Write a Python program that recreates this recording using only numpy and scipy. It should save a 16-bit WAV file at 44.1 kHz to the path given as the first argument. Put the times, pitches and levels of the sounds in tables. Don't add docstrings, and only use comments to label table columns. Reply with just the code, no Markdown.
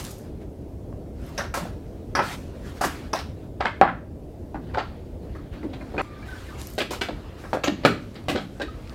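import sys
import numpy as np
from scipy import signal
from scipy.fft import rfft, irfft
from scipy.io import wavfile
from scipy.ndimage import uniform_filter1d

SR = 44100
rng = np.random.default_rng(int(sys.argv[2]) if len(sys.argv) > 2 else 0)


def attenuation_scalar(level_db):
    decades = np.asarray(level_db, float) / 20
    return 10 ** decades


def digitize_waveform(pressure):
    field = np.atleast_2d(pressure).T
    bounded = np.clip(field, -1, 1)
    quanta = np.round(bounded * 32767).astype(np.int16)
    wavfile.write(sys.argv[1], SR, quanta)


N = 394254
CUT_S = 6.017


def evened(x):
    return x / np.sqrt(np.mean(x ** 2) + 1e-20)


def peaked(x):
    return x / np.sqrt(uniform_filter1d(x ** 2, size=176).max() + 1e-20)


def read(points, hz):
    f, value = np.transpose(points)
    return np.interp(np.log(hz + 1), np.log(f + 1), value)


def coloured(x, points):
    hz = np.fft.rfftfreq(len(x), 1 / SR)
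    return irfft(rfft(x) * attenuation_scalar(read(points, hz)), len(x))


def add(mix, s, sound):
    part = mix[round(s * SR):][:len(sound)]
    part += sound[:len(part)]


def modes(hz, t60, t):
    hz, t60 = np.asarray(hz)[:, None], np.clip(t60, .004, 1)[:, None]
    return attenuation_scalar(-60 * t / t60) * np.sin(2 * np.pi * hz * t)


# pitch_hz, level_db [dB per Hz]
HEATER_ROAR = [(20, -32), (46, -1), (74, -.5), (177, -11.5), (290, -9.5), (650, -20.5), (1200, -43),
               (4000, -68)]
# pitch_hz, level_db [dB per Hz]
MIC_HISS = [(1000, -43), (4000, -51), (16000, -58)]


def rumble():
    frames, hz = N // 512 + 5, np.fft.rfftfreq(2048, 1 / SR)
    a, b, patches = rng.standard_normal((frames, len(hz), 3)).T
    patches = uniform_filter1d(patches, size=10, axis=0)
    patches = evened(uniform_filter1d(patches, size=6, axis=1))
    colour = np.hypot(attenuation_scalar(read(HEATER_ROAR, hz)), attenuation_scalar(read(MIC_HISS, hz)))
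    z = (a + 1j * b) * colour[:, None] * attenuation_scalar(1.42 * patches)
    roar = evened(signal.istft(z, nperseg=2048, noverlap=1536)[1][:N])
    level_db = np.where(np.arange(N) / SR < CUT_S, -35.5, -38)
    return roar * attenuation_scalar(level_db)


# start_s, length_s, pressure_db, brightness_db (above 6 kHz)
SKID_STROKES = [(0, 0.06, -35, 2.5), (0.052, 0.21, -43.5, 6), (0.425, 0.042, -55, -5),
                (1.569, 0.15, -31, -7.5), (2.333, 0.13, -38, -1.5), (2.837, 0.26, -30.5, -8.5),
                (3.161, 0.11, -28, -14), (4.84, 0.38, -48, -30), (6.936, 0.074, -31.5, -4.5),
                (8.16, 0.16, -51, -24), (8.412, 0.18, -48.5, -2)]
# start_s, length_s, first_pressure_db, last_pressure_db, brightness_db
HAND_PUSHES = [(0.253, 0.17, -60, -63, -25), (1.162, 0.089, -61, -49, -3.5), (1.284, 0.11, -51, -49.5, -4),
               (1.78, 0.43, -60.5, -60.5, -3), (3.32, 0.12, -62, -56, -8), (2.235, 0.061, -32.5, -31.5, -5),
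               (2.43, 0.12, -62, -54, -5), (2.575, 0.1, -57, -43, -6), (2.712, 0.062, -56, -43.5, -4),
               (4.63, 0.081, -60, -50.5, -24), (4.565, .07, -60, -67, -24),
               (5.234, 0.23, -55.5, -54.5, -33), (5.54, 0.11, -46, -53, -30),
               (5.703, 0.33, -53, -47.5, -12), (6.017, 0.21, -56.5, -46.5, -11.5),
               (6.28, 0.28, -45, -45, -5), (6.602, 0.15, -44.5, -51, 3.5), (7.117, 0.3, -48.5, -51, -10.5),
               (7.401, 0.11, -52.5, -48.5, -2), (7.77, 0.053, -48, -45, -15),
               (8.02, 0.26, -49.5, -56, -4.5), (8.5, 0.082, -67, -53.5, -4), (8.688, 0.24, -53, -47.5, -7)]
SKID_FADE_DB = -19.5
TOUCH_S, LIFT_S = 0.029, 0.07


def rubbing():
    pressure, bright = np.zeros(N), np.zeros(N)
    strokes = [(s, length, db, db + SKID_FADE_DB, rel_db) for s, length, db, rel_db in SKID_STROKES]
    strokes += HAND_PUSHES
    for s, length, first_db, last_db, rel_db in strokes:
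        start = max(s - TOUCH_S, 0)
        t = np.arange(start - s, length + LIFT_S, 1 / SR)
        contact = np.interp(t, [-TOUCH_S, 0, length, length + LIFT_S], [0, 1, 1, 0])
        stroke = contact * attenuation_scalar(np.interp(t, [0, length], [first_db, last_db]))
        add(pressure, start, stroke)
        add(bright, start, stroke * attenuation_scalar(rel_db))
    return pressure, bright


def patchy(x, patchy_db):
    _, _, z = signal.stft(x, SR, nperseg=512)
    patches = uniform_filter1d(rng.standard_normal(z.shape), size=5, axis=0)
    patches = evened(uniform_filter1d(patches, size=8, axis=1))
    return evened(signal.istft(z * attenuation_scalar(patchy_db * patches), SR, nperseg=512)[1][:N])


# pitch_hz, level_db
RUB_BODY = [(300, -41), (700, 11.5), (1300, 11), (2500, 5.5), (4300, 2), (6000, -11), (9000, -19)]
# pitch_hz, level_db
WOOD_DUST = [(2000, -11), (5000, 6.5), (8000, 3), (11000, -1.5), (13500, -2.5), (16000, -10)]


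def scuffs():
    pressure, bright = rubbing()
    catches = rng.random((2, N)) < 1500 / SR
    jerks = attenuation_scalar(1.1 * np.minimum(rng.exponential(1, (2, N)), 4))
    slips = rng.standard_normal((2, N)) * (0.76 + catches * jerks)
    body = patchy(coloured(slips[0], RUB_BODY), patchy_db=2.5)
    dust = patchy(coloured(slips[1], WOOD_DUST), patchy_db=2.0)
    return body * pressure * attenuation_scalar(-3.5) + dust * bright * attenuation_scalar(-7.5)


# start_s, level_db, pitch_hz
STEEL_TICKS = [(.029, -45, 10000), (.042, -40, 13000), (.048, -43, 7500), (.051, -34, 7000),
               (.057, -43, 7500), (.067, -40, 7500), (0.109, -41, 8550), (.113, -47, 7500),
               (.116, -41, 12500), (.184, -49, 12000), (.189, -50, 10500), (.2, -59, 8000),
               (1.217, -59, 8500), (1.265, -52, 11500), (1.292, -54, 12000), (1.352, -56, 9500),
               (1.372, -55, 5000), (6.588, -52, 8000), (6.018, -44.5, 8050), (6.616, -35.5, 7100),
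               (6.63, -49, 9000), (6.671, -36, 8800), (6.69, -54, 7500), (6.703, -43, 11000),
               (6.737, -44, 10900), (6.752, -46, 12000), (8.116, -58, 5950), (8.145, -52, 7000),
               (8.24, -56, 7000), (8.875, -45, 3940), (8.896, -42, 3450)]


def ticks():
    out, t = np.zeros(N), np.arange(6000) / SR
    for s, db, hz in STEEL_TICKS:
        ratio = rng.uniform(.55, 1.4, 14)
        mode_hz = np.minimum(hz * ratio, 15000 / np.sqrt(ratio))
        steel = modes(mode_hz, np.full(14, .003), t).sum(0)
        add(out, s, attenuation_scalar(db) * peaked(steel * (1 - np.exp(-t / .0002))))
    return out


# start_s, blow_db, pitch_hz, hardness_db
CLEAN_TAPS = [(.927, -43.5, 1100, -20), (1.387, -25, 600, -25), (1.548, -22.5, 1000, -20),
              (1.575, -24.5, 950, -20), (1.628, -27.5, 192, -35), (1.654, -29, 700, -27),
              (2.176, -24, 1100, -20), (2.183, -25, 1200, -20), (2.1905, -12.5, 804, -29),
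              (2.1945, -17, 1300, -20), (2.199, -13, 900, -25), (2.204, -18, 900, -25),
              (2.219, -24, 900, -20), (2.225, -21, 990, -22), (3.607, -16.5, 775, -13),
              (3.612, -19.5, 700, -12), (3.652, -21, 760, -15), (3.656, -15, 1690, -12.5),
              (3.66, -16.5, 910, -23), (3.8133, -2.5, 750, -24), (3.8187, -12, 800, -27),
              (3.8262, -8, 765, -31), (3.8325, -8, 744, -33), (3.8373, -13, 1000, -23),
              (3.846, -17, 1100, -27), (7.5313, -15, 900, -24), (7.537, -18, 600, -30),
              (7.549, -15, 570, -30), (7.557, -22, 597, -30), (7.571, -18.5, 596, -28),
              (7.641, -19, 535, -9), (7.68, -14, 301, -8), (7.691, -19, 300, -25), (7.719, -24, 201, -35),
              (7.8502, -4.5, 574, -15), (7.859, -19, 576, -10), (7.865, -13, 480, -20),
              (8.284, -21, 644, -17), (8.297, -19, 298, -25), (8.326, -20.5, 297, -23),
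              (8.346, -21.5, 231, -23), (8.359, -18, 380, -10), (8.599, -29, 560, -17)]
# start_s, blow_db, pitch_hz, hardness_db
ROLLING_TAPS = [(1.404, -27, 1700, -20), (1.392, -33, 600, -25), (2.812, -21, 724, -18),
                (2.833, -22.5, 1500, -20), (2.8387, -18.5, 997, -18), (2.844, -21, 790, -25),
                (2.851, -24.5, 380, -22), (3.136, -22, 1010, -20), (3.146, -24.5, 650, -25),
                (3.822, -9, 1310, -30), (3.83, -11, 750, -23), (3.842, -19, 1700, -30),
                (3.8493, -21, 1000, -28), (4.544, -29.5, 796, -24), (4.557, -36, 890, -28),
                (4.747, -25, 1500, -13), (4.755, -26, 900, -20), (4.773, -23, 720, -18),
                (4.78, -18.5, 760, -25), (4.786, -25, 780, -27), (4.81, -29, 1300, -15),
                (5.631, -41.5, 2000, -11), (5.648, -27, 298, -30), (5.943, -33, 350, -24),
                (5.967, -38, 1500, -18), (5.972, -40, 400, -25), (6.78, -25, 600, -11),
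                (6.803, -29, 596, -8), (6.807, -23, 3020, -15), (6.907, -29, 347, -15),
                (7.012, -27.5, 400, -10), (7.016, -24, 2980, -12), (7.086, -28, 700, -5),
                (7.105, -34.5, 900, -12), (7.856, -11.5, 2300, -15), (7.861, -14.5, 2670, -15),
                (7.8595, -8.5, 600, -25), (7.872, -15, 1500, -22), (7.878, -15, 1400, -22),
                (7.735, -28, 301, -30), (8.35, -22, 504, -15), (8.405, -32, 300, -30),
                (8.29, -26, 2980, -12), (8.63, -28.5, 300, -25), (6.932, -30, 990, -12),
                (6.815, -28, 2800, -12), (7.66, -28, 2580, -12), (5.996, -26.5, 2450, -20),
                (6.008, -28, 2450, -20)]
TAP_DUST_DB = -70


def clean_contacts(t):
    for rows, rolling in [(CLEAN_TAPS, False), (ROLLING_TAPS, True)]:
        for s, db, hz, hard_db in rows:
            note = attenuation_scalar(16) * np.sin(2 * np.pi * hz * t)
            hold = np.exp(-t * hz / 3.43)
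            if rolling:
                hold = hold * (1 - np.exp(-(t * hz / 0.78) ** 2))
            yield (s, db, hz, hard_db, TAP_DUST_DB - db, 0), note, hold


def chattered(rows):
    gaps = np.diff([-1] + [row[0] for row in rows])
    return [(*row, 0.021 if gap > .07 else 0.014) for row, gap in zip(rows, gaps)]


# start_s, blow_db, pitch_hz, hardness_db (2-6 kHz), grit_db (above 7 kHz)
FRAME_BUMPS = [(1.377, -30, 800, -1.5, -13), (1.403, -27, 1210, -9, -24), (1.438, -35, 1200, -5, -26),
               (1.54, -25, 1100, -28, -9.5), (1.573, -26.5, 700, -19, -11), (1.654, -36.5, 780, -21, -28),
               (2.151, -17.5, 1090, -14, -25), (2.164, -21, 1000, -26, -40), (2.191, -17.5, 900, -37, -37),
               (2.221, -35, 781, -1, -35), (2.81, -21, 800, -17, -10), (2.837, -19.5, 1100, -17, -10.5),
               (2.849, -29, 791, -7, -12), (3.131, -23, 620, -11, -21), (3.189, -33.5, 654, -1, -14)]
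# start_s, blow_db, pitch_hz, chatter_s
BATTEN_RAPS = [(1.3781, -27.5, 1200, 0.015), (2.192, -16.5, 1310, 0.0075), (2.81, -26, 1460, 0.016),
               (3.1321, -21.5, 1030, 0.0064), (3.6096, -26, 1320, 0.013), (3.6561, -20.5, 1700, 0.014),
               (4.545, -38, 864, 0.015), (6.0118, -23, 1350, .02), (7.087, -34, 750, 0.006),
               (7.538, -28, 1200, 0.018), (7.851, -7, 1600, 0.02)]
# start_s, blow_db, pitch_hz, hardness_db, chatter_s
FRAME_THUMPS = [(1.599, -29, 197, -33, 0.05), (2.843, -25, 253, -29, 0.014), (4.545, -30, 258, -44, 0.012),
                (5.63, -29.5, 187, -26.5, 0.026), (5.939, -28, 259, -37, 0.02),
                (7.086, -28.5, 260, -12, 0.014), (7.689, -25.5, 219, -13, .02),
                (7.836, -28, 433, -8, 0.011), (7.869, -17, 403, -34, 0.028), (7.958, -37, 303, -18, 0.01),
                (8.298, -27, 189, -18, .025), (7.534, -27, 420, -28, 0.012)]
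# start_s, blow_db, pitch_hz, hardness_db, chatter_s
PLANK_SEATS = [(3.6036, -25.5, 1180, -12, 0.024), (3.65, -26, 890, -9.5, 0.026),
               (3.8134, -2.5, 880, -27, 0.024), (3.877, -17, 1130, -29, 0.013),
               (4.739, -29, 700, -14, 0.02), (4.772, -22.5, 755, -16, 0.013), (4.783, -27, 1300, -5, 0.019),
               (5.349, -44, 1160, -30, 0.029), (5.527, -55, 541, -9, .015), (5.63, -39, 594, -31, 0.022),
               (5.732, -39, 713, -0.5, 0.015), (5.808, -38.5, 760, -27, 0.029),
               (5.98, -20.5, 870, -15, 0.017), (6, -21.5, 815, -24, 0.039)]
# start_s, blow_db, pitch_hz, hardness_db, grit_db
JAW_BLOWS = [(6.78, -29, 557, 5.5, -8.5), (6.803, -31, 1300, 10, -12), (6.907, -31.5, 760, -1, -6),
             (7.012, -28, 1460, 5.5, -12.5), (7.438, -37.5, 886, -28, -29), (7.531, -19.5, 560, -16, -25.5),
             (7.636, -24, 700, 1.5, -18), (7.674, -19.5, 600, -6, -29), (7.85, -11.5, 540, -0.5, -20),
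             (8.155, -53, 620, 11.5, -19), (8.284, -24, 570, 1, -13), (8.355, -23, 885, -6, -42.5),
             (8.598, -28, 575, -9.5, -40), (8.617, -27.5, 398, 0, -21)]
SEAT_DUST_DB = -64.5


def wood_blows():
    raps = [(s, db, hz, -23, -42.5, chatter) for s, db, hz, chatter in BATTEN_RAPS]
    thumps = [(s, db, hz, hard, -41.5, chatter) for s, db, hz, hard, chatter in FRAME_THUMPS]
    seats = [(s, db, hz, hard, SEAT_DUST_DB - db, chatter) for s, db, hz, hard, chatter in PLANK_SEATS]
    return chattered(FRAME_BUMPS) + raps + thumps + seats + chattered(JAW_BLOWS)


def struck(contacts, body, soft_s):
    push = signal.windows.hann(max(round(soft_s * SR), 3))
    return peaked(signal.fftconvolve(np.convolve(contacts, push), body)[:len(contacts)])


def chatter_contacts(db, grit_db, chatter_s, noise, fade, t):
    contacts = np.zeros(len(t))
    if chatter_s > 0:
        contacts = .3 * np.clip(noise, -1.5, 1.5) * (rng.random(len(t)) < 1500 / SR) * fade
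    sharp = np.interp(grit_db, [-48, -30], [0, 1])
    contacts *= 1 - (1 - sharp) * np.exp(-t / 0.0095)
    contacts[0] = np.clip(attenuation_scalar(1.6 * db + 15.5), 0.035 + 0.22 * sharp, 1)
    return contacts


# pitch_hz, level_db, t60_s
PLANK_MODES = [(297.5, 0, 0.16), (383, -9.5, 0.2), (503, 9, 0.0061), (586.8, -0.5, 0.14),
               (700, -6.5, 0.072), (763, 5.5, 0.038), (950, -2.5, 0.024), (1114, -3, 0.04),
               (1294, 7.5, 0.026), (1473, 0, 0.033), (1600, 5.5, 0.031)]
# pitch_hz, level_db
CRACK_COLOUR = [(1000, -8.5), (1500, -5), (2200, -3.5), (3200, -2), (4500, -2), (6000, -14.5), (8000, -14)]
# pitch_hz, t60_s
FRAME_DECAY = [(200, 0.046), (800, 0.036), (2000, 0.038), (7000, 0.015)]


def knocks():
    out, t = np.zeros(N), np.arange(6144) / SR
    crowd_hz = np.geomspace(150, 8500, 260) * rng.uniform(.995, 1.005, 260)
    crowd = modes(crowd_hz, read(FRAME_DECAY, crowd_hz), t)
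    plank_hz, plank_db, plank_t60 = np.transpose(PLANK_MODES)
    plank = modes(plank_hz, plank_t60, t)
    blows = [(row, 0, 1) for row in wood_blows()]
    for (s, db, hz, hard_db, grit_db, chatter_s), note, hold in blows + list(clean_contacts(t)):
        noise = rng.standard_normal(len(t))
        side = rng.choice([-1., 1.], (2, len(crowd_hz)))
        fade = np.exp(-t / np.clip(chatter_s, .002, .05))
        contacts = chatter_contacts(db, grit_db, chatter_s, noise, fade, t)
        clear = attenuation_scalar(plank_db - 11.0 * np.log2(plank_hz / hz) ** 2) @ plank
        octaves = np.log2(crowd_hz / hz)
        drive_db = -9.5 - np.where(octaves < 0, 14., 5.) * octaves ** 2
        crowded = (side[0] * attenuation_scalar(drive_db)) @ crowd
        body = struck(contacts, (clear + crowded + note) * hold, soft_s=0.00032)
        stiff = (side[1] * attenuation_scalar(read(CRACK_COLOUR, crowd_hz))) @ crowd
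        crack = struck(contacts, stiff, soft_s=.00012)
        puffs = signal.lfilter([1], [1, -np.exp(-1 / (0.0048 * SR))], abs(contacts)) + 0.27 * fade
        grit = peaked(coloured(noise[::-1] * puffs, WOOD_DUST))
        add(out, s, attenuation_scalar(db) * (body + attenuation_scalar(hard_db) * crack + attenuation_scalar(grit_db) * grit))
    return signal.lfilter(*signal.butter(2, 155, "high", fs=SR), out)


# start_s, level_db, size (factor on its modes)
CLAMP_JOLTS = [
    (1.379, -28, 1.05),
    (2.152, -26.5, 0.97),
    (2.19, -36, 1.0),
    (3.132, -26.5, 1.024),
    (3.189, -36.5, .97),
    (7.642, -29.5, 1.2),
]
# pitch_hz, spread_hz, level_db, t60_s
CLAMP_MODES = [(5320, 590, 4.5, 0.088), (10500, 520, -10.5, 0.058), (8200, 300, -40, .04)]


def clinks():
    out, t, place = np.zeros(N), np.arange(6000) / SR, np.linspace(-1.6, 1.6, 24)
    for s, db, size in CLAMP_JOLTS:
        steel = np.zeros(len(t))
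        for hz, spread_hz, crowd_db, t60 in CLAMP_MODES:
            shift, luck = rng.uniform(-1, 1, (2, len(place)))
            mode_hz = size * hz + spread_hz * (place + 0.078 * shift)
            level = np.sign(luck) * attenuation_scalar(crowd_db - 3.4 * place ** 2)
            steel += level @ modes(mode_hz, t60 * (1 + 0.52 * luck), t)
        add(out, s, attenuation_scalar(db) * peaked(steel * (1 - np.exp(-t / 0.00024))))
    return out


# start_s, level_db, pitch_hz, t60_s
STEEL_RINGS = [(5.355, -42, 1256, 0.13), (5.732, -42, 4050, 0.051), (5.807, -36, 2430, 0.039),
               (5.81, -32, 2110, 0.032), (5.979, -10.5, 2466, 0.025), (5.981, -35, 1760, 0.08),
               (6.225, -39, 2320, 0.076), (6.16, -48, 1540, .2), (6.195, -46, 2100, .05),
               (6.225, -38, 1640, 0.055), (6.24, -38, 1720, .06), (6.26, -42, 1900, .05),
               (6.31, -43, 1810, .07), (6.49, -35, 1530, .05), (6.284, -31, 1535, 0.1),
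               (6.305, -38, 1560, .07), (6.325, -31.5, 1500, 0.1), (6.37, -40, 1520, .08),
               (6.351, -39, 1720, 0.082), (6.485, -33, 1745, 0.044), (6.525, -34.5, 1225, 0.08),
               (6.41, -47, 1240, .1), (6.55, -42, 2200, .05), (7.83, -38, 2500, .04),
               (8.604, -24, 1560, .04), (8.613, -14.5, 1595, 0.037), (8.681, -31, 1266, 0.089)]


def rings():
    out, t = np.zeros(N), np.arange(6000) / SR
    for s, db, hz, t60 in STEEL_RINGS:
        add(out, s, attenuation_scalar(db) * modes([hz], [t60], t)[0] * (1 - np.exp(-t / .004)))
    return out


# start_s, pitch_hz, level_db
SCREW_SQUEAK = [
    (6.025, 1190, -51),
    (6.12, 1190, -48),
    (6.2, 1186, -51),
    (6.24, 1225, -55),
    (6.34, 1230, -58),
]


def squeak():
    out = np.zeros(N)
    s, hz, db = np.transpose(SCREW_SQUEAK)
    t = np.arange(s[0], s[-1], 1 / SR)
    waver = evened(uniform_filter1d(rng.standard_normal(len(t)), size=300))
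    turn = 2 * np.pi * np.cumsum(np.interp(t, s, hz) * (1 + .002 * waver)) / SR
    tone = np.sin(turn) + attenuation_scalar(-13 + 2 * waver) * np.sin(2 * turn)
    add(out, s[0], attenuation_scalar(np.interp(t, s, db)) * tone * signal.windows.tukey(len(t), .1))
    return out


# pitch_hz, t60_s
SHED_DECAY = [(150, 0.98), (400, 0.12), (1040, 0.29), (2760, 0.35), (5000, 0.33), (9000, 0.33)]


def shed(x):
    echoes = np.zeros((3, SR // 2))
    at = np.arange(200, SR // 2 - 20, 20) + rng.integers(0, 20, (3, (SR // 2 - 201) // 20))
    np.put_along_axis(echoes, at, rng.choice([-1., 1.], at.shape), 1)
    hz, t, z = signal.stft(echoes, SR, nperseg=256)
    t60 = np.clip(read(SHED_DECAY, hz), .03, 2)[:, None]
    tails = signal.istft(z * attenuation_scalar(-60 * t / t60), SR, nperseg=256)[1]
    turn = 2 * np.pi * (37 * np.arange(N) / SR + np.arange(3)[:, None] / 3)
    feeds = x * np.cos(turn) * np.sqrt(2 / 3)
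    return signal.fftconvolve(feeds, tails / np.linalg.norm(tails[0]), axes=1)[:, :N].sum(0)


def scene():
    wood, steel = knocks(), ticks() + clinks() + rings() + squeak()
    t = np.arange(N) / SR
    before = np.clip((CUT_S - t) / .003, 0, 1)
    after = t > CUT_S + .3
    early = (wood + steel) * before
    late = wood * after + steel * (1 - before)
    wet = attenuation_scalar(-7.5) * (shed(early) * before + shed(late))
    return (early + late + wet + scuffs() + rumble())[None]


def roll_off(x):
    return signal.sosfilt(signal.butter(12, 16560, fs=SR, output="sos"), x)


def record(dry):
    heard = signal.lfilter(*signal.butter(2, 32.6, "high", fs=SR), dry[0])
    treble_edge = signal.firwin(401, 15950, window=("kaiser", 7), fs=SR)
    heard = signal.oaconvolve(heard, treble_edge, "same")
    power = abs(uniform_filter1d(heard ** 2, size=300, origin=149))
    power_db = 10 * np.log10(power + 1e-12)
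    fall = np.arange(N) * 60. / SR
    held_db = np.maximum.accumulate(power_db + fall) - fall
    over_db = np.maximum(held_db + 29.5, 0)
    lag = np.exp(-1 / (0.00024 * SR))
    ducked = heard / attenuation_scalar(0.18 * signal.lfilter([1 - lag], [1, -lag], over_db))
    return roll_off(np.clip(ducked, -1, 1)[None])


dry = scene()
out = record(dry)
digitize_waveform(out)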